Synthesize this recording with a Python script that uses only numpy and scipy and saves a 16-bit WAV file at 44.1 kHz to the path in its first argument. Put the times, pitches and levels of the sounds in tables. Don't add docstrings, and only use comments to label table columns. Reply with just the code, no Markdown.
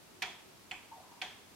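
import sys
import numpy as np
from scipy import signal
from scipy.fft import rfft, irfft, next_fast_len
from scipy.io import wavfile
from scipy.ndimage import map_coordinates

SR = 44100
rng = np.random.default_rng(int(sys.argv[2]) if len(sys.argv) > 2 else 0)


def inscribe(sig):
    pcm = np.round(np.clip(np.atleast_2d(sig).T, -1, 1) * 32767)
    wavfile.write(sys.argv[1], SR, pcm.astype(np.int16))


N = 68355
T = np.arange(SR) / SR

# freq_hz, likeness (1 is mono, 0 is wide)
NEAR_IMAGE = [(200, 0.97), (850, 0.76), (2500, 1), (5000, 0.13), (10000, 0)]


def amp(db):
    return 10 ** (np.asarray(db) / 20)


def unit(x):
    return x / np.sqrt(np.mean(x ** 2) + 1e-20)


def along(points, hz):
    freqs, values = np.transpose(points)
    return np.interp(np.log(hz + 1), np.log(freqs + 1), values)


def rise(t, rise_s):
    return 1 - np.exp(-t / rise_s)


def fade(t, t60):
    return np.exp(-np.log(1000) * t / t60)


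def pan(db):
    return amp(np.array([[db], [-db]]) / 2)


def wobble(rate, size):
    knots = rng.standard_normal(int(size * rate / SR) + 4)
    return map_coordinates(knots, [np.arange(size) * rate / SR])


def add(out, start_s, x):
    i = round(start_s * SR)
    out[:, i:i + x.shape[1]] += x[:, :N - i]


def filtered(x, response):
    n = x.shape[-1]
    padded = next_fast_len(n + SR // 2)
    return irfft(rfft(x, padded) * response(np.fft.rfftfreq(padded, 1 / SR)), padded)[..., :n]


def colour(x, curve):
    size = 2 * SR
    cepstrum = irfft(np.log(amp(along(curve, np.fft.rfftfreq(size, 1 / SR)))))
    cepstrum[1:SR] *= 2
    cepstrum[SR + 1:] = 0
    return irfft(rfft(x, size) * np.exp(rfft(cepstrum)))[:, :SR]


def noise(gain, image, size):
    def mid_side(hz):
        angle = np.arccos(np.clip(along(image, hz), -1, 1)) / 2
        return gain(hz) * np.array([np.cos(angle), np.sin(angle)])
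    mid, side = filtered(rng.standard_normal((2, size)), mid_side)
    return unit(np.array([mid + side, mid - side]))


def burst(spectrum, decay, image, rise_s, hold_s=0):
    wash = noise(lambda hz: amp(along(spectrum, hz)), image, SR)
    hz, t, bands = signal.stft(wash, SR, nperseg=128)
    bands = bands * fade(np.maximum(t - hold_s, 0), along(decay, hz)[:, None])
    return signal.istft(bands, SR)[1][:, :SR] * rise(T, rise_s)


def escapement():
    landings = (.2206, .7119, 1.2163)
    clicks = (-25, -22.5, -24.5)
    # rattle_db, rattle_hold_s, case_db, tail_db, brightness_db, pallet
    beats = [(-34, 0.0075, -49.5, -43.5, -1, "tick"), (-39.5, 0.006, -43, -47, 0.5, "tock"),
             (-38.5, 0.0045, -44, -46, 1, "tick")]
    # freq_hz, share
    brightness = [(1500, -0.42), (2400, -0.71), (3200, 0.94), (4300, 0.11), (7000, -0.63)]
    # freq_hz, gain_db
    tock_eq = [(300, 1), (750, -5), (1000, -1.5), (1500, -6.5), (2000, -3.5), (2350, 1), (3050, -2),
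               (3600, -14), (4500, -9.5), (6300, -9.5), (7600, 1.5), (12000, -12)]
    # start_s, click_db
    rebounds = [(0.2266, -29.5), (.2362, -32)]
    out = np.zeros((2, N))
    for start_s, click_db, mix in zip(landings, clicks, beats):
        rattle_db, hold_s, case_db, tail_db, bright_db, pallet = mix
        strike = amp(click_db) * click() + amp(rattle_db) * rattle(hold_s) + amp(case_db) * case_knock()
        tail = amp(tail_db) * pan(-1) * (ringing() + amp(4) * room_tail())
        beat = colour(strike + tail, [(hz, share * bright_db) for hz, share in brightness])
        add(out, start_s, colour(beat, tock_eq) if pallet == "tock" else beat)
    for start_s, click_db in rebounds:
        add(out, start_s, amp(click_db) * click())
    return out


def click(attack_s=0.00046, echo_db=-2.5, low_cut_hz=2050):
    # pitch_hz, level_db, t60_s
    modes = [(2384, -6.5, 0.021), (2630, 5, 0.0061), (3015, -2.5, 0.0098), (3340, -12.5, .024),
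             (4257, -15.5, 0.066)]

    def ping(t):
        partials = sum(amp(db) * fade(t, t60) * np.sin(2 * np.pi * hz * t) for hz, db, t60 in modes)
        return partials * rise(t, attack_s)
    echo_s = np.array([[.0032], [.0039]])
    echo = amp(echo_db) * ping(np.maximum(T - echo_s, 0))
    low_cut = signal.butter(4, low_cut_hz, btype='high', fs=SR, output='sos')
    return pan(-3.5) * signal.sosfilt(low_cut, ping(T) + echo)


def rattle(hold_s):
    # freq_hz, density_db
    spectrum = [(150, -27), (500, -27), (1200, -12), (1750, -7.5), (2050, -3.5), (2380, 1.5), (2800, -18),
                (3380, -2), (3800, -14), (4300, -6), (5600, -13.5), (8500, -23.5), (12300, -21),
                (14000, -41)]
    # freq_hz, t60_s
    decay = [(1500, 0.15), (2500, 0.036), (5000, 0.051), (12000, 0.015)]
    return pan(-2) * burst(spectrum, decay, NEAR_IMAGE, rise_s=0.00039, hold_s=hold_s)


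def case_knock():
    # freq_hz, density_db
    spectrum = [(60, -22), (200, -9.5), (520, -14), (660, -7), (760, 0), (860, 3), (950, 1.5),
                (1150, -12.5), (1300, -51), (1520, 4), (2000, -24), (4000, -44)]
    # freq_hz, t60_s
    decay = [(200, .22), (750, .16), (1600, .09)]
    return burst(spectrum, decay, NEAR_IMAGE, rise_s=.008)


def ringing(rise_s=0.0098):
    # pitch_hz, level_db, t60_s
    modes = [(736.3, 5.5, 0.19), (824, -4, 0.15), (950, -8, 0.38), (992, -14, 0.24), (1517, 1, 0.086),
             (1743, -10, 0.51), (1940, -27, 0.34), (2317, 4, 0.15), (2463, 0, 0.22), (2570, -1.5, 0.27),
             (3090, -23, 0.19), (3250, -9, 0.49), (3450, -2, .34), (3610, -18.5, .36), (4267, -4, 0.19)]
    out = np.zeros((2, SR))
    for hz, db, t60 in modes:
        flutter = np.array([wobble(45, SR), wobble(45, SR)])
        phase = 2 * np.pi * rng.random() + .6 * wobble(45, SR) + flutter * hz / 5500
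        swell = amp(2.5 * wobble(45, SR))
        out += amp(db) * swell * fade(T, t60) * np.sin(2 * np.pi * hz * T + phase)
    return out * rise(T, rise_s)


def room_tail():
    # freq_hz, density_db
    spectrum = [(150, -17.5), (500, -15.5), (800, -2), (1300, -8.5), (1800, -4), (2400, 0), (2900, -5),
                (3350, 2), (3900, -8.5), (6300, -12.5), (8500, -22), (14000, -31.5)]
    # freq_hz, t60_s
    decay = [(300, 0.71), (1000, 0.54), (2800, 0.54), (6000, 0.47), (12000, 0.41)]
    # freq_hz, likeness
    image = [(200, 1), (900, 0.91), (2400, 0.32), (5000, 0)]
    return burst(spectrum, decay, image, rise_s=0.0033)


def works(waver_hz=45, grain_width_hz=150):
    # start_s, level_db, pitch_hz, rise_s, t60_s
    rubs = [(.914, -48, 908.4, 0.0019, 0.29), (.96, -51, 745, 0.013, 0.37), (1.022, -53, 973, 0.0088, 0.31),
            (1.108, -56, 955, 0.0069, 0.44)]
    out = np.zeros((2, N))
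    for start_s, db, pitch_hz, rise_s, t60 in rubs:
        wavering_hz = pitch_hz + waver_hz * wobble(396, SR)
        tone = np.sqrt(2) * np.sin(2 * np.pi * np.cumsum(wavering_hz) / SR)
        grain = noise(lambda hz: 1 / np.sqrt(1 + ((hz - pitch_hz) / grain_width_hz) ** 4), NEAR_IMAGE, SR)
        chatter = amp(3 * wobble(220, SR))
        add(out, start_s, amp(db) * unit(chatter * tone + grain) * rise(T, rise_s) * fade(T, t60))
    return out


def room_air(waver_db=2, hum_hz=375, hum_width_hz=45, air_db=-58):
    # freq_hz, density_db
    spectrum = [(25, -29), (60, -13), (95, -6), (126, -10), (160, -3.5), (340, -6.5), (500, -9), (920, -10),
                (1500, -13.5), (4600, -16.5), (12500, -22.5), (15500, -28)]
    # freq_hz, likeness
    image = [(60, 0.64), (380, 0.34), (950, 0.14), (2400, 0.02)]
    # pitch_hz, level_db
    tones = [(102.3, -79), (156.1, -94)]
    # time_s, level_db
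    swells = [(0, -77), (.16, -65), (.3, -61.5), (.37, -79), (.47, -60), (.56, -72), (1.15, -97),
              (1.3, -65.5), (1.5, -76)]
    t = np.arange(N) / SR
    drone = np.zeros(N)
    for hz, db in tones:
        level = amp(db + waver_db * wobble(8.7, N))
        drone += level * np.sqrt(2) * np.sin(2 * np.pi * hz * t + wobble(8.2, N))
    hum = noise(lambda hz: 1 / (1 + ((hz - hum_hz) / hum_width_hz) ** 2), image, N)
    hum_level = amp(np.interp(t, *np.transpose(swells)))
    air = noise(lambda hz: amp(along(spectrum, hz)), image, N)
    return amp(air_db) * air + drone + hum_level * hum


def scene():
    return escapement() + works() + room_air()


def record(dry):
    return filtered(dry, lambda hz: hz < 15900)


dry = scene()
out = record(dry)
inscribe(out)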